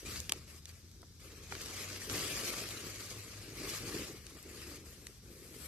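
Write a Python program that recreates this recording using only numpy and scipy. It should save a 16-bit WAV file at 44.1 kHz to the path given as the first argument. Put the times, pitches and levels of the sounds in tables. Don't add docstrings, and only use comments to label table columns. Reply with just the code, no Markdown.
import sys
import numpy as np
from scipy import signal
from scipy.fft import rfft, irfft, next_fast_len
from scipy.io import wavfile
from scipy.ndimage import uniform_filter1d

SR = 44100
rng = np.random.default_rng(int(sys.argv[2]) if len(sys.argv) > 2 else 0)


def volts_from_db(level):
    exponent = np.asarray(level, float) / 20
    return 10 ** exponent


def inscribe(sig):
    pcm = np.round(np.clip(np.atleast_2d(sig).T, -1, 1) * 32767)
    wavfile.write(sys.argv[1], SR, pcm.astype(np.int16))


N = 250047
LONG = next_fast_len(N)


def leaves():
    # [f/Hz, level/dB per Hz]
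    leaf_colour = [(290, -18.5), (500, -4.5), (937, -15.5), (1180, -5), (1410, -7), (2580, -4),
                   (3340, -7.5), (3780, -6), (4330, -6), (4830, -3), (5460, -6), (6800, -5.5),
                   (9310, -11.5), (12600, -11), (13100, -14)]
    # [start t/s, length/s, stirring level/dB, change by the end/dB, fine fizz relative level/dB]
    stirs = [(0.0, .06, -58.5, -4.5, -3), (0.065, 0.13, -50.5, -0.5, -4), (.212, 0.059, -60, 0.5, -3),
             (0.342, 0.11, -61, -6.5, -7), (.48, .11, -63.5, -0.5, -2), (0.685, 0.024, -59.5, -5, -2.5),
             (0.737, 0.065, -70, -1.5, -1), (1.207, 0.072, -63, 1.5, -1.5), (1.31, 0.22, -62.5, 2.5, -6),
             (1.518, 0.23, -53.5, 2.5, -5.5), (1.765, 0.21, -49, -2.5, -6), (2.008, 0.066, -53, 0.5, -3),
             (2.102, 0.4, -45, 0, -4), (2.524, 0.48, -46, -9, -4.5), (3.0, 0.31, -52.5, -4.5, -4),
             (3.317, 0.23, -57.5, -1, -4), (3.552, 0.137, -55.5, 7, -4), (3.693, 0.16, -47, -7, -3.5),
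             (3.861, 0.15, -51, 0.5, -3), (4.015, 0.23, -51.5, -15, -3.5), (4.248, 0.24, -64, 2, -3),
             (4.502, .27, -57.5, 0, -2), (4.861, 0.32, -63, -6.5, 0), (5.238, .43, -72, 13.5, 2.5)]
    crackle = grains(per_s=4000, spread_db=2.5, ring_s=0.00082, clump_db=2.0, clump_hz=25.6)
    rustle = 0.85 * rng.standard_normal((2, N))
    field = per_band(pair(crackle + rustle, [(300, -60)] + leaf_colour + [(13400, -70)]))
    hz, t, z = signal.stft(field, SR, nperseg=256, noverlap=192)

    power = gestures(stirs, t, rise_s=0.021, settle_db_per_s=494)
    level_db = 10 * np.log10(power.sum(0))
    fizz_db = np.transpose(stirs)[4] @ power / power.sum(0)
    heavy_db = 0.6 + 0.13 * np.clip(weight_db(t) - level_db, -20, 20)
    heavy = np.clip((3600 - hz) / 1200, 0, 1)[:, None] * heavy_db
    fizz = np.clip((hz - 6500) / 1500, 0, 1)[:, None] * (fizz_db + 4.5)

    patches = rng.standard_normal((len(t), len(hz))).T
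    patches = uniform_filter1d(patches, size=2, axis=0)
    patches = evened(uniform_filter1d(patches, size=24, axis=1))
    struck = rng.random((len(t), len(hz))).T < 0.012
    rings = rng.exponential(1, (len(t), len(hz))).T * struck
    rings = signal.lfilter([1], [1, -0.85], rings, axis=1)

    gain_db = level_db + heavy + fizz + 2.0 * patches + 3.84 * np.minimum(rings, 3)
    return signal.istft(z * volts_from_db(gain_db), SR, nperseg=256, noverlap=192)[1][:, :N]


def soil():
    # [f/Hz, level/dB per Hz]
    soil_colour = [(65, -38), (110, 0.5), (178, -3), (274, -1.5), (307, 1), (420, -0.5), (642, -19),
                   (937, -22.5), (1000, -22), (1300, -51), (2200, -120)]
    lumps = grains(per_s=260, spread_db=1.9, ring_s=0.0018, clump_db=1.7, clump_hz=7.7)
    thud = lumps + 0.49 * rng.standard_normal((2, N))
    thud = evened(pair(thud, [(70, -48)] + soil_colour + [(1500, -60)]))
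    return volts_from_db(heard(weight_db) - 2.24) * thud


def weight_db(t):
    # [start t/s, length/s, level/dB, change by the end/dB]
    treads = [(.05, 0.15, -54.5, -3.5), (.3, 0.065, -57, -1.5), (.47, 0.084, -63, -0.5),
              (.65, .35, -75.5, 8), (1.02, .03, -58.5, -4), (1.24, 0.2, -56, -1.5),
              (1.51, 0.018, -50.5, 4.5), (1.58, 0.12, -59, 10), (1.75, 0.05, -51.5, 2),
              (1.85, 0.22, -57.5, 6), (2.1, 0.11, -44, 2), (2.24, 0.41, -47, -1), (2.72, 0.15, -53, 6),
              (2.9, 0.52, -57, 0), (3.45, 0.14, -54.5, 2), (3.62, 0.1, -45.5, 0.5), (3.82, 0.19, -45, 2),
              (4.08, 0.093, -51.5, -7.5), (4.25, 0.13, -61, 1.5), (4.46, 0.04, -51, -5.5),
              (4.55, 0.28, -50.5, -2.5), (4.88, 0.23, -59.5, -0.5), (5.25, .2, -56, 3),
              (5.52, 0.12, -53.5, -2.5)]
    rest_db = -70.5
    power = gestures(treads, t, rise_s=0.034, settle_db_per_s=184).sum(0)
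    return 10 * np.log10(power + volts_from_db(rest_db) ** 2)


def snap(db, ring_hz, knock_db, top_db, t60):
    t = np.arange(int(SR * 0.05)) / SR
    fade = volts_from_db(-60 * t / max(t60, 0.002)) * np.minimum(t / 0.0002, 1)
    noise = rng.standard_normal((3, len(t)))
    noise[:, 8] += 3
    cracks = (noise[0] + 1.1 * noise[1:]) * fade
    ring = np.sin(2 * np.pi * ring_hz * t) * fade * rng.uniform(0.78, 1, (2, 1))
    body = band(cracks, 0.52 * ring_hz, min(2.18 * ring_hz, 14000))
    body = body / abs(body).max() + 0.35 * ring
    top = band(cracks, 9000, 14700) * volts_from_db([[-6.0], [6.0]])
    knock = band(noise[0] * fade ** 0.5, 220, 1140)
    parts = (body, 0), (top, top_db + 5.5), (knock, knock_db - 7.0)
    mix = sum(volts_from_db(db + rel_db) * part / abs(part).max() for part, rel_db in parts)
    return mix * volts_from_db([[-1.5], [1.5]])


def breaking():
    # [t/s, peak level/dB, ring f/Hz]
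    snaps = [(0.0615, -45, 2490), (0.16, -29, 2640), (0.2022, -22.5, 6900), (0.6556, -31, 6500),
             (0.6558, -34, 3400), (0.6914, -37, 5080), (0.9146, -43.5, 6100), (1.0182, -40, 5130),
             (1.552, -31.5, 1950), (1.581, -39, 1760), (1.6097, -34, 2620), (1.6162, -26.5, 6700),
             (1.6596, -26, 5540), (1.6834, -33, 4980), (1.7694, -38, 4680), (1.9307, -33, 2720),
             (1.9616, -30, 2120), (2.0974, -28, 2140), (2.1642, -35, 2690), (2.179, -24, 2640),
             (2.5394, -32, 1200), (2.689, -27, 4720), (3.266, -40, 6840), (4.2665, -32, 4300),
             (4.428, -34, 12000), (4.605, -43, 12000), (4.8394, -55, 1110), (5.0688, -30, 4320),
             (5.0688, -35, 6400), (5.566, -40, 7400)]
    # [t/s, peak level/dB, ring f/Hz, low knock relative level/dB, t60/s]
    twigs = [(0.2945, -21, 3230, -12.5, 0.02), (.2946, -23.5, 5470, -30, 0.013),
             (0.3208, -26, 3100, -18, 0.017), (0.3215, -9, 4760, -24, .0045),
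             (0.3209, -23, 12400, -29, .0052), (0.3208, -26.5, 1190, -6, 0.017),
             (0.335, -31, 4670, -6, .007), (1.0297, -48.5, 700, 2, 0.027), (1.5233, -25, 1390, -12, 0.02),
             (2.3090, -35, 2450, -10, .011), (4.3700, -53, 1000, 7, .011), (5.0690, -34, 1900, -24, .013)]
    events = [(s, db, hz, -22, -27, 0.012) for s, db, hz in snaps]
    for s, db, hz, knock_db, t60 in twigs:
        top_db = -13.5 + 5 * np.log2(hz / 3000)
        events.append((s, db, hz, knock_db, top_db, t60))
    breaks = np.zeros((2, N + SR))
    for s, *settings in events:
        sound = snap(*settings)
        start = round(s * SR)
        breaks[:, start:start + sound.shape[1]] += sound
    return breaks


def scattered(breaks):
    t = np.arange(int(SR * 0.15)) / SR
    tail = band(rng.standard_normal((2, len(t))), 300, 8000)
    tail = tail * volts_from_db(-60 * t / 0.09) * (t > 0.003)
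    return signal.oaconvolve(breaks, tail / np.linalg.norm(tail[0]), axes=1)


def hush():
    # [f/Hz, level/dB per Hz]
    hush_colour = [(350, -28), (600, -14), (978, -12.5), (1520, -8.5), (3120, -9.5), (3590, -4.5),
                   (5850, -1), (7290, -6), (10200, -13), (13000, -8)]
    hiss = pair(rng.standard_normal((2, N)), hush_colour + [(13350, -65)])
    return volts_from_db(-66.6) * per_band(hiss)


def rumble():
    # [t/s, level/dB]
    swell = [(0.0, -63), (0.08, -47.5), (0.58, -58), (2.08, -54.5), (2.98, -56.5), (3.81, -54),
             (3.85, -49.5), (4.39, -58.5), (4.44, -57.5), (5.67, -56)]
    # [t/s, drone f/Hz, share of the rumble level/dB]
    engine = [(0, 78.2, -6.5), (.55, 74, 0), (.8, 86.2, -2), (1.5, 89.1, -2), (2.1, 97.5, 2),
              (2.5, 100, -6), (2.9, 102.7, 0.5), (4.0, 106.2, -3), (4.1, 74.4, -5), (4.9, 72, -3),
              (5.1, 72, -12), (5.67, 72, -0.5)]
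    # [f/Hz, level/dB per Hz]
    air_colour = [(13, -43), (22, -26), (51, 6), (81, 1), (102, 2), (179, -4), (250, -8), (320, -19),
                  (550, -120)]
    t = np.arange(N) / SR
    level_db, = curves(swell, t)
    hz, drone_db = curves(engine, t)
    wide = evened(pair(rng.standard_normal((2, N)), [(12, -60)] + air_colour + [(400, -74)]))

    turn = np.exp(2j * np.pi * np.cumsum(hz) / SR)
    r = np.exp(-np.pi * 11 / SR)
    drone = rng.standard_normal(N) / turn
    for _ in range(2):
        drone = signal.lfilter([1 - r], [1, -r], drone)
    drone = drone / np.sqrt(np.mean(abs(drone) ** 2))
    drone = evened(((drone + 1.3) * turn).real)

    shake_db = heard(weight_db) - 9
    return np.hypot(volts_from_db(level_db), volts_from_db(shake_db)) * evened(wide + volts_from_db(drone_db) * drone)


def grains(per_s, spread_db, ring_s, clump_db, clump_hz, count=7):
    out = np.zeros((2, N))
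    t = np.arange(int(SR * 0.03)) / SR
    for _ in range(count):
        size = volts_from_db(spread_db * np.minimum(rng.exponential(1, (2, N)), 5))
        clicks = size * (rng.random((2, N)) < per_s / count / SR)
        decay_s = ring_s * 3 ** rng.uniform(-0.81, 1)
        burst = rng.standard_normal(len(t)) * np.exp(-t / decay_s)
        out += signal.oaconvolve(clicks, burst[None] / np.linalg.norm(burst), axes=1)[:, :N]
    return evened(out * volts_from_db(clump_db * slow(clump_hz)))


def gestures(rows, t, rise_s, settle_db_per_s):
    start, length, db, change_db = np.transpose(rows)[:4, :, None]
    u = t - start
    after = np.clip(u - length, 0, 2)
    linger_db = -8 - 74 * after
    settle_db = np.maximum(-settle_db_per_s * after, linger_db)
    slope_db = change_db * np.clip(u / length, 0, 1)
    rise = np.clip(u / rise_s + 1, 0, 1)
    return (volts_from_db(db + slope_db + settle_db) * rise) ** 2 + 1e-11


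def pair(x, points):
    # [f/Hz, left-right likeness/0..1]
    likeness = [(60, 0.9), (150, 0.93), (380, 1), (950, 0.74), (2380, 0.49), (5980, 0.2), (15000, 0.21)]
    hz = np.fft.rfftfreq(LONG, 1 / SR)
    a, b = rfft(x, LONG) * volts_from_db(read(points, hz))
    angle = np.arccos(np.clip(read(likeness, hz), 0, 1)) / 2
    mid, side = a * np.cos(angle), b * np.sin(angle)
    return irfft(np.array([mid + side, mid - side]), LONG)[:, :N]


def evened(x):
    return x / np.sqrt(np.mean(x ** 2) + 1e-20)


def per_band(field):
    return field / np.sqrt(np.mean(band(field.mean(0), 3000, 7000) ** 2))


def read(points, hz):
    f, value = np.transpose(points)
    return np.interp(np.log(hz + 1), np.log(f + 1), value)


def curves(rows, t):
    s, *columns = np.transpose(rows)
    return [np.interp(t, s, c) for c in columns]


def heard(control, hop=64):
    t = np.arange(0, N + hop, hop) / SR
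    return np.interp(np.arange(N) / SR, t, control(t))


def band(x, lo_hz, hi_hz):
    sos = signal.butter(2, [lo_hz, min(hi_hz, 0.45 * SR)], "band", fs=SR, output="sos")
    return signal.sosfilt(sos, x)


def slow(hz):
    sos = signal.butter(2, hz, fs=SR, output="sos")
    return evened(signal.sosfiltfilt(sos, rng.standard_normal(N + 2 * SR))[SR:-SR])


def scene():
    breaks = breaking()
    tail = scattered(breaks)
    return leaves() + soil() + breaks[:, :N] + volts_from_db(-47) * tail[:, :N] + hush() + rumble()


def thrift(x):
    # [f/Hz, threshold relative to the loudness level/dB]
    spared = [(1500, -5), (2500, -3.5), (4000, -9), (7000, 2.5), (8500, -13.5), (11000, -16),
              (12900, -13.5), (13300, -12)]
    hz, t, z = signal.stft(x, SR, nperseg=1024, noverlap=768)
    edges = np.searchsorted(hz, np.append(np.geomspace(1500, 13350, 56), 16000))
    width = np.diff(edges)
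    held = np.arange(len(t)) // 4 * 4
    power = uniform_filter1d(abs(z) ** 2, size=4, axis=2, origin=-2)[:, :, held]
    bands_db = 10 * np.log10(np.add.reduceat(power, edges, axis=1)[:, :-1] / width[:, None] + 1e-20)

    loud_db = bands_db[:, :-1].mean((0, 1))
    threshold_db = 0.8 * loud_db - 18.3 + read(spared, hz[edges[:-1]])[:, None]
    under_db = threshold_db - bands_db
    jitter = uniform_filter1d(rng.standard_normal((len(t), len(width))), size=3, axis=0)
    under_db += 2.6 * jitter[held].T
    luck = uniform_filter1d(rng.standard_normal((len(t), len(width))), size=9, axis=0)[held].T
    under_db[:, 4:-14] += 30 * (evened(luck)[4:-14] > 1.45)

    keep = volts_from_db(-45 * np.clip(under_db + 0.5, 0, 1))
    z[:, edges[0]:edges[-1]] *= np.repeat(keep, width, axis=1)
    z[:, edges[-1]:] = 0
    return signal.istft(z, SR, nperseg=1024, noverlap=768)[1][:, :N]


def band_limit(x):
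    return signal.sosfilt(signal.butter(12, 16430, fs=SR, output="sos"), x)


def record(dry):
    # [f/Hz, left over right level/dB]
    port_tilt = [(60, 1), (200, 2.5), (400, 1), (1300, 3.5), (2400, 3), (4400, 1.5), (6800, -3),
                 (8200, 15.5), (10000, 11.5), (13000, 11.5)]
    # [f/Hz, level/dB]
    roll_off = [(13200, 0), (13700, -11), (15000, -17), (16400, -28)]
    lag_s = 5e-5
    hz = np.fft.rfftfreq(LONG, 1 / SR)
    half_db = read(port_tilt, hz) / 2
    left = volts_from_db(half_db) * np.exp(-2j * np.pi * hz * lag_s)
    ports = np.array([left, volts_from_db(-half_db)])
    ports /= np.sqrt(np.mean(abs(ports) ** 2, 0))
    ports *= volts_from_db(read(roll_off, hz))
    mix = irfft(rfft(dry, LONG) * ports, LONG)[:, :N]
    return band_limit(thrift(mix))


dry = scene()
out = record(dry)
inscribe(out)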